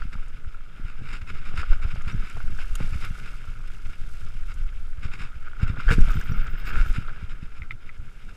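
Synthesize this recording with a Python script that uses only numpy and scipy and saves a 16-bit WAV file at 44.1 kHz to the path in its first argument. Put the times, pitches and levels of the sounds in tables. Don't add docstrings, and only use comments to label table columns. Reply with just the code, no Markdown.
import sys
import numpy as np
from scipy import signal
from scipy.fft import rfft, irfft, next_fast_len
from scipy.io import wavfile
from scipy.ndimage import uniform_filter1d, map_coordinates

SR = 44100
rng = np.random.default_rng(int(sys.argv[2]) if len(sys.argv) > 2 else 0)


def to_wav(sig):
    pcm = np.clip(np.atleast_2d(sig), -1, 1) * 32767
    pcm = np.round(pcm).astype(np.int16)
    wavfile.write(sys.argv[1], SR, pcm.T)


N = 368676

# time_s, level_db
SWAY = [(0.0, -30), (0.67, -37.5), (1.56, -28), (1.82, -27), (2.14, -32), (2.35, -38), (2.54, -28),
        (2.86, -27.5), (3.26, -36.5), (4.12, -32), (4.61, -29), (5.35, -34), (5.87, -34), (6.85, -27),
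        (7.19, -35), (8.36, -41.5)]
# middle_s, level_over_sway_db, half_length_s
GUSTS = [(1.714, 11, 0.018), (2.167, 12, 0.032), (2.44, 11, 0.046), (5.672, 7, 0.023), (6.016, 14, 0.09)]
# time_s, level_db
SHAKE = [(0, -52), (.5, -52), (1.3, -47), (1.7, -46.5), (2.03, -47.5), (2.15, -32.5), (2.26, -48.5),
         (2.9, -45.5), (3.7, -51), (4.2, -48), (5.5, -53.5), (5.8, -43), (5.99, -36), (6.08, -41.5),
         (6.55, -42), (6.8, -37.5), (7.1, -49.5), (7.6, -52.5), (8.36, -48.5)]
# time_s, level_db
RIDE = [(0.0, -54.5), (0.49, -58.5), (0.91, -55), (1.24, -57.5), (1.42, -52), (1.72, -51), (2.56, -52),
        (2.96, -51), (3.7, -56), (4.24, -55.5), (4.82, -57.5), (5.12, -55.5), (5.52, -57), (5.76, -48),
        (6.03, -46.5), (6.12, -45.5), (6.87, -48.5), (7.26, -52), (7.47, -59.5), (8.36, -60.5)]
# time_s, level_db
LITTER = [(0.0, -68.5), (0.67, -76), (2.98, -59), (3.51, -66), (3.98, -65.5), (4.13, -60.5), (4.25, -65),
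          (5.66, -74.5), (6.05, -56), (6.47, -69), (6.89, -58.5), (7.12, -71.5), (7.89, -76), (8.36, -69)]
# middle_s, level_db, half_length_s
SCRAPES = [(0.548, -54, 0.0068), (1.729, -41, 0.0079), (1.853, -40, 0.0037), (3.062, -49, 0.006),
           (5.477, -46.5, 0.0063), (5.639, -44, 0.029), (6.11, -43.5, 0.025), (6.464, -46, 0.018),
           (6.697, -43, 0.018), (6.774, -40.5, 0.034), (6.857, -44, 0.009), (7.089, -43, 0.0094),
           (8.293, -55, 0.015)]
# middle_s, level_db, half_length_s
BUMPS = [(0.055, -21.5, 0.0016), (0.157, -23.5, 0.0018), (0.799, -27, 0.0012), (1.021, -24.5, 0.0014),
         (1.542, -23.5, .0015), (1.588, -13, 0.0032), (1.855, -11.5, 0.0031), (1.94, -16.5, 0.0026),
         (2.076, -15, 0.0026), (2.149, -14.5, 0.0017), (2.445, -16.5, 0.0027), (2.5, -28.5, 0.0011),
         (2.81, -15.5, 0.0015), (2.846, -23, 0.0021), (2.927, -16.5, 0.0025), (2.957, -11, 0.0027),
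         (3.109, -20.5, 0.0025), (5.056, -15, 0.0024), (5.21, -21, 0.0024), (5.633, -5, .0022),
         (5.701, -8.5, 0.0023), (5.788, -19.5, 0.0016), (5.878, -0.5, 0.0072), (5.912, -5.5, 0.0021),
         (5.93, -9.5, 0.0015), (5.984, -5.5, 0.0012), (5.996, -7.5, 0.003), (6.015, 1.0, 0.01),
         (6.081, -17, 0.002), (6.108, -7.5, 0.0074), (6.158, -16.5, 0.0014), (6.175, -10.5, 0.0026),
         (6.299, -13.5, 0.0022), (6.318, -9, 0.002), (6.389, -3.5, 0.01), (6.768, -9.5, 0.0061),
         (6.809, -2, 0.0093), (6.907, -8, 0.0077), (6.985, -11.5, 0.0016), (7.229, -23, 0.0019),
         (7.43, -21, 0.0018)]
# middle_s, level_db, half_length_s
SWISHES = [(0.135, -44.5, 0.0075), (0.893, -51, 0.026), (1.051, -50, 0.022), (1.134, -41.5, 0.034),
           (1.219, -45, 0.0046), (1.294, -44, 0.016), (1.372, -48.5, 0.021), (1.475, -46, 0.023),
           (1.593, -38, 0.028), (1.716, -47.5, 0.028), (1.833, -41, 0.011), (1.914, -44, 0.0095),
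           (2.095, -40.5, 0.02), (2.275, -49.5, 0.048), (2.614, -45, 0.015), (2.818, -44, 0.02),
           (2.94, -48.5, 0.03), (3.043, -41, 0.022), (3.27, -47, 0.024), (4.508, -48.5, 0.019),
           (5.051, -42.5, 0.019), (5.135, -45, 0.017), (5.224, -43, 0.035), (5.633, -43, 0.014),
           (5.692, -46, 0.016), (5.804, -44.5, 0.0094), (5.88, -47.5, 0.029), (5.926, -29.5, 0.017),
           (6.607, -48.5, 0.01), (6.681, -39, 0.019), (6.791, -41.5, 0.038), (6.957, -40.5, 0.018),
           (7.225, -53, 0.011), (7.31, -49, 0.016), (7.446, -53, 0.017), (7.574, -51, 0.012),
           (7.875, -54, .015), (8.296, -54, 0.013)]
# start_s, level_db, pitch_hz
SNAPS = [(0.282, -48, 7040), (1.952, -45, 5000), (2.019, -46, 6000), (2.2974, -43, 6500),
         (2.753, -29, 8200), (2.753, -33.5, 3100), (3.05, -42, 11500), (4.54, -45.5, 7500),
         (6.007, -42, 7300), (6.116, -37.5, 5900), (6.211, -41, 6000), (7.7147, -43, 3070)]
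# start_s, level_db, pitch_hz
KNOCKS = [(.02, -26, 1420), (.153, -35, 1290), (1.631, -25, 1350), (1.638, -28, 1410), (1.724, -34, 1360),
          (2.403, -30, 1440), (2.588, -29.5, 1510), (2.756, -31.5, 1340), (5.533, -35, 1450),
          (5.768, -34, 1380), (5.8, -23.5, 1370), (5.882, -20, 1510), (5.8885, -17, 1600),
          (5.8945, -19, 1650), (5.904, -16.5, 1430), (5.913, -18, 1670), (5.988, -33, 1470),
          (6.17, -26.5, 1460), (6.213, -28, 1580), (6.319, -29.5, 1360), (6.431, -36, 1400),
          (7.084, -29.5, 1360)]
# start_s, level_db
TAPS = [(0.148, -44), (1.006, -42.5), (1.536, -38), (1.63, -35.5), (1.723, -32), (1.957, -36.5),
        (2.365, -33), (2.402, -42), (2.588, -36.5), (2.802, -31.5), (5.767, -36), (5.888, -31),
        (5.905, -26), (6.08, -32.5), (6.756, -38)]
# start_s, level_db
CLACKS = [(7.62, -28.5), (7.632, -38), (7.7084, -20.5), (7.7212, -36), (7.892, -32), (7.8965, -34.5)]
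# start_s, level_db
PINGS = [(2.121, -43), (6.007, -43), (6.32, -41)]
# time_s, level_db
SQUEAK_LEVEL = [(6.11, -51), (6.5, -61), (6.68, -53), (6.78, -69), (6.9, -57)]
# pitch_hz, level_db, t60_s (time to fade by 60 dB)
CASE = [(465, -1, 0.016), (1261, -3, 0.016), (1399, 1, 0.023), (1490, 12, 0.016), (1680, -20, 0.033),
        (2750, -26, 0.02), (3210, -3.5, 0.017), (3644, -17, 0.01), (4630, -13, 0.085), (5125, -25, 0.039),
        (6870, -12, 0.007)]

# frequency_hz, level_db (per hertz)
AIR_COLOUR = [(100, 0.5), (280, -1), (450, -7), (900, -10.5), (2500, -18), (10000, -26), (15000, -35)]
RUMBLE_COLOUR = [(4, -16), (9, 2), (15, 0.5), (25, -8), (40, -19.5), (60, -26.5), (100, -38), (400, -100)]
SHUDDER_COLOUR = [(30, -57.5), (70, 3), (120, 2.5), (200, -6.5), (300, -19), (400, -20.5), (470, -24),
                  (540, -30), (1000, -42.5), (2500, -68)]
CRUNCH_COLOUR = [(150, -19.5), (400, 0), (470, -13.5), (540, -9), (1060, -8), (1180, -5), (1290, 7.5),
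                 (1420, 7), (1560, 5.5), (1670, 0.5), (1880, -8), (2200, 1), (3000, -14), (6000, -38)]
RUSTLE_COLOUR = [(500, -25), (1200, -1.5), (1900, -2), (2150, 8.5), (2700, 2.5), (3000, 0), (3400, -6.5),
                 (3730, -6.5), (4100, -13), (4500, -15), (5100, -5.5), (6000, -25.5), (8000, -33),
                 (14000, -41)]
LEAVES_COLOUR = [(2500, -3), (5000, 1), (6200, -1), (7100, -4.5), (8200, 0.5), (8900, -11), (10100, -2),
                 (11000, -7.5), (14000, -12), (15200, -74)]
BRUSH_COLOUR = [(200, 7.5), (470, -5.5), (620, -11.5), (1100, 1), (1400, 6.5), (1650, 2), (1900, 1),
                (2200, 9), (2700, 4), (3300, -10), (3730, -3.5), (4200, -12), (5200, -5.5), (6000, -21),
                (7200, -14), (12000, -27), (15000, -46)]
HOLLOW_COLOUR = [(100, 0.5), (250, 3), (470, 2), (620, 4), (800, 3.5), (1100, 1.5), (1500, -7.5),
                 (2500, -22), (8000, -58)]

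TOP_HZ = 15300
BEAT_FIRST_S, BEAT_PERIOD_S = 0.475, 0.376
BEAT_DB, BEAT_HALF_S = -20, 0.0035
CLACK_HZ = 2094
SQUEAK_START_S, SQUEAK_GAP_S, SQUEAK_SLOWING = 6.111, 0.0435, 1.092
SQUEAK_DUTY = 0.16
SQUEAK_TOP_HZ, SQUEAK_TOP_S, SQUEAK_ARCH_HZ_PER_S2 = 14660, 6.41, 4400
CHATTER_T60_S, CHATTER_RISE_S = 0.012, 0.0006
SNAP_T60_S, SNAP_RISE_S = 0.025, 0.0007


def amp(db):
    return 10 ** (np.asarray(db) / 20)


def unit(x):
    return x / np.sqrt(np.mean(x ** 2) + 1e-20)


def curves(rows):
    time_s, *columns = np.transpose(rows)
    return [np.interp(np.arange(N) / SR, time_s, column) for column in columns]


def wobble(rate):
    points = rng.standard_normal(int(N * rate / SR) + 4)
    return map_coordinates(points, [np.arange(N) * rate / SR])


def swell(s, half, edge=2):
    return np.exp(-np.abs((np.arange(N) / SR - s) / half) ** edge / 2)


def colour(x, points):
    m = 2 * next_fast_len(N // 2 + 8192)
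    hz, db = np.transpose(points)
    log_hz = np.log(np.fft.rfftfreq(m, 1 / SR) + 1)
    cepstrum = irfft(np.log(amp(np.interp(log_hz, np.log(hz), db))))
    cepstrum[1:m // 2] *= 2
    cepstrum[m // 2 + 1:] = 0
    return unit(irfft(rfft(x, m) * np.exp(rfft(cepstrum)))[:N])


def grit(rate, spread_db, hiss):
    happens = rng.random(N) < rate / SR
    size = amp(spread_db * np.minimum(rng.standard_normal(N), 2))
    hits = happens * rng.choice([-1, 1], N) * size
    return unit(hits) + hiss * rng.standard_normal(N)


def ring(hz, t60, attack):
    t = np.arange(SR // 10) / SR
    return np.sin(2 * np.pi * hz * t) * 1000 ** (-t / t60) * (1 - np.exp(-t / attack))


def burst(t60, rise):
    t = np.arange(SR // 10) / SR
    shape = (1 - np.exp(-(t / rise) ** 2)) * 1000 ** (-t / t60)
    return shape / shape.max()


def add(track, s, sound):
    start = max(round(s * SR), 0)
    part = track[start:start + len(sound)]
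    part += sound[:len(part)]


def strays(count, over_db):
    ground_db, = curves(RIDE)
    busy = np.cumsum(amp(ground_db))
    when, size = rng.random((count, 2)).T
    at = np.searchsorted(busy, busy[-1] * (np.arange(count) + when) / count)
    level_db = ground_db[at] + over_db + 3 * (2 * size - 1)
    return list(zip(at / SR, level_db))


def air(level_db=-62):
    return amp(level_db) * colour(rng.standard_normal(N), AIR_COLOUR)


def wind(rumble_db=8.0, shudder_db=0, lumps_db=3.5, calm=1.0):
    sway_db, = curves(SWAY)
    shake_db, = curves(SHAKE)
    heave_db = sway_db + sum(db * swell(s, half) for s, db, half in GUSTS)
    heave = colour(rng.standard_normal(N), RUMBLE_COLOUR)
    heave /= np.sqrt(np.abs(uniform_filter1d(heave ** 2, SR // 5)) + 0.12)
    lumps = amp(lumps_db * wobble(22))
    shudder = colour(rng.standard_normal(N) * lumps * (calm + np.abs(heave)), SHUDDER_COLOUR)
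    return amp(heave_db + rumble_db) * heave + amp(shake_db + shudder_db) * shudder


def bumps(level_db=-3.5, rebound=0.38, judder_db=-21, settle=0.026,
          mount_db=-15, mount_hz=195, mount_t60=0.032):
    push, judder, t = np.zeros(N), np.zeros(N), np.arange(N) / SR
    beat_times = np.arange(BEAT_FIRST_S, N / SR, BEAT_PERIOD_S)
    beats = [(s, BEAT_DB, BEAT_HALF_S) for s in beat_times]
    for s, db, half in BUMPS + beats:
        near = np.abs(t - s) < 0.1
        age = t[near] - s
        u = age / half
        recoil = rebound * np.exp(-np.abs(u / 2 - 1) ** 2)
        push[near] += amp(db + level_db) * (recoil - np.exp(-np.abs(u) ** 2.14))
        fade = np.exp(np.where(age < 0, 2 * age, -age) / settle)
        judder[near] += amp(db + judder_db) * min(1, 0.0014 / half) * fade
        sharp = np.exp(-(np.pi * mount_hz * half) ** 2 / 2)
        add(push, s, amp(db + mount_db) * sharp * ring(mount_hz, mount_t60, attack=half))
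    return push + judder * colour(rng.standard_normal(N), SHUDDER_COLOUR)


def landing(s=5.929, half=0.01423, spray_db=-43, boom_db=-26, boom_t60=0.081):
    out = amp(spray_db) * swell(s, half) * colour(rng.standard_normal(N), LEAVES_COLOUR)
    lowest_hz = CASE[0][0]
    add(out, s - half, amp(boom_db) * ring(lowest_hz, boom_t60, attack=0.0036))
    return out


def squeaks(count=12, sag_hz=90, waver_hz=170):
    out = np.zeros(N)
    for k in range(count):
        gap = SQUEAK_GAP_S * SQUEAK_SLOWING ** k
        s = SQUEAK_START_S + (gap - SQUEAK_GAP_S) / (SQUEAK_SLOWING - 1)
        t = np.arange(-gap, gap, 1 / SR)
        u = t / (SQUEAK_DUTY * gap)
        hz = SQUEAK_TOP_HZ - SQUEAK_ARCH_HZ_PER_S2 * (s - SQUEAK_TOP_S) ** 2
        waver = unit(uniform_filter1d(rng.standard_normal(len(t)), size=40))
        phase = 2 * np.pi * np.cumsum(hz - sag_hz * u + waver_hz * waver) / SR
        level = amp(np.interp(s, *np.transpose(SQUEAK_LEVEL)))
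        add(out, s - gap, level * np.exp(-u ** 2 / 2) * np.sin(phase))
    return out


def hardware(clack_db=0, crack_db=-23, ping_db=-2, ping_hz=5700):
    out, hz = np.zeros(N), CLACK_HZ
    clack = ring(hz, t60=0.017, attack=0.0008)
    clack += 0.81 * ring(hz * 1.077, t60=0.013, attack=0.001)
    clack += 0.065 * ring(hz * 1.71, t60=0.02, attack=0.0005)
    clack += 0.16 * ring(hz * 0.624, t60=0.038, attack=0.00044)
    clack *= amp(clack_db) / np.abs(clack).max()
    for s, db in CLACKS:
        add(out, s, amp(db) * clack)
        crack = burst(t60=0.015, rise=0.00035)
        noise = colour(rng.standard_normal(N), RUSTLE_COLOUR)[:len(crack)]
        add(out, s, amp(db + crack_db) * crack * noise)
    for s, db in PINGS:
        own_hz = ping_hz * (1 + 0.0079 * rng.normal())
        add(out, s, amp(db + ping_db) * ring(own_hz, t60=0.041, attack=0.0011))
    return out


def snaps(level_db=0, width=0.38, small_hz=5500):
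    out, shape = np.zeros(N), burst(SNAP_T60_S, SNAP_RISE_S)
    octaves = np.log2(np.fft.rfftfreq(len(shape), 1 / SR) + 1)
    small = [(s, db, small_hz) for s, db in strays(count=10, over_db=1)]
    for s, db, hz in SNAPS + small:
        band = 1 / (1 + ((octaves - np.log2(hz)) / width) ** 2)
        crack = shape * irfft(rfft(rng.standard_normal(len(shape))) * band)
        add(out, s, amp(db + level_db) * crack / np.abs(crack).max())
    return out


def swishes(level_db=0, catch_db=2.0, edge=2.34):
    stroke = sum(amp(db + level_db) * swell(s, half, edge) for s, db, half in SWISHES)
    grains = grit(rate=1500, spread_db=5, hiss=0.98) * amp(catch_db * wobble(160))
    return stroke * colour(grains, BRUSH_COLOUR)


def taps(level_db=-8, t60=0.048):
    blows = np.zeros(N)
    for s, db in TAPS:
        add(blows, s, amp(db + level_db) * burst(t60, rise=0.0015))
    return blows * colour(rng.standard_normal(N), HOLLOW_COLOUR)


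def knocks(level_db=0, scatter_db=2, chatter_db=-17, contact_t60=0.049, case_db=-9, dead_t60=0.011,
           small_hz=1430):
    out, contact = np.zeros(N), burst(CHATTER_T60_S, CHATTER_RISE_S)
    small = [(s, db, small_hz * (1 + 0.1 * rng.normal())) for s, db in strays(count=12, over_db=7)]
    for s, db, own_hz in KNOCKS + small:
        modes = 0
        for k, (hz, level, t60) in enumerate(CASE):
            touched_t60 = 1 / (1 / t60 + 1 / contact_t60)
            gain = (-1) ** k * amp(level + scatter_db * rng.normal())
            modes = modes + gain * ring(hz, touched_t60, attack=0.00012)
        force = amp(chatter_db) * contact * rng.standard_normal(len(contact))
        force[0] = 1
        answer = signal.fftconvolve(modes, force)[:len(modes)]
        knock = ring(own_hz, dead_t60, attack=0.00091)
        blow = unit(knock) + amp(case_db) * unit(answer)
        add(out, s, amp(db + level_db) * blow / np.abs(blow).max())
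    return out


def crackle(count=1500, hz=2100, octaves=0.81, cycles=11, spread_db=5.5):
    out = np.zeros(N)
    for when, pitch, size in rng.random((count, 3)):
        own_hz = hz * 2 ** (octaves * (2 * pitch - 1))
        level = amp(spread_db * min(-np.log(1 - size), 3))
        add(out, when * N / SR, level * ring(own_hz, cycles / own_hz, attack=0.0004))
    return unit(out)


def tyres(crunch_db=-4.5, rustle_db=0, leaves_db=1.5, pebbles_db=-15, leafy=0.29, crackle_db=-9.5,
          bite_db=2.0, drift=0.033):
    ground_db, = curves(RIDE)
    litter_db, = curves(LITTER)
    brush_db = (1 - leafy) * ground_db + leafy * litter_db
    shake = wobble(28)

    tread = grit(rate=220, spread_db=1.0, hiss=0.61) * amp(1.27 * shake + bite_db * wobble(110))
    low = colour(tread, [(hz * (1 - drift), db) for hz, db in CRUNCH_COLOUR])
    high = colour(tread, [(hz * (1 + drift), db) for hz, db in CRUNCH_COLOUR])
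    small_stones = (1 + np.tanh(2 * wobble(30))) / 2
    crunch = unit(small_stones * high + (1 - small_stones) * low)

    pebbles = colour(grit(rate=59, spread_db=7.0, hiss=0.26), HOLLOW_COLOUR)
    rustle_grains = grit(rate=1200, spread_db=11.0, hiss=2.0)
    rustle = colour(rustle_grains * amp(1.66 * shake + 2.6 * wobble(70)), RUSTLE_COLOUR)
    clumps = amp(0.73 * shake + 2.95 * wobble(240))
    leaves = colour(rng.standard_normal(N) * clumps, LEAVES_COLOUR)

    scrape = sum(amp(db) * swell(s, half) for s, db, half in SCRAPES)
    rolling = np.hypot(amp(ground_db + crunch_db), scrape) * crunch
    rolling += amp(ground_db) * (amp(crackle_db) * crackle() + amp(pebbles_db) * pebbles)
    return rolling + amp(brush_db + rustle_db) * rustle + amp(litter_db + leaves_db) * leaves


def case(x, boost_db=4):
    m = next_fast_len(N + 8192)
    f = np.fft.rfftfreq(m, 1 / SR)
    gain = 1
    for hz, _, t60 in CASE:
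        damping = 1j * f * np.log(1000) / (np.pi * t60)
        gain = gain * (1 + (amp(boost_db) - 1) * damping / (hz * hz - f * f + damping))
    return irfft(rfft(x, m) * gain, m)[:N]


def scene():
    trail = case(air() + landing() + snaps() + swishes() + taps() + tyres())
    return (wind() + bumps() + squeaks() + hardware() + knocks() + trail)[None]


def record(dry):
    m = next_fast_len(N + 8192)
    kept = np.fft.rfftfreq(m, 1 / SR) < TOP_HZ
    return irfft(rfft(dry, m) * kept, m)[:, :N]


dry = scene()
out = record(dry)
to_wav(out)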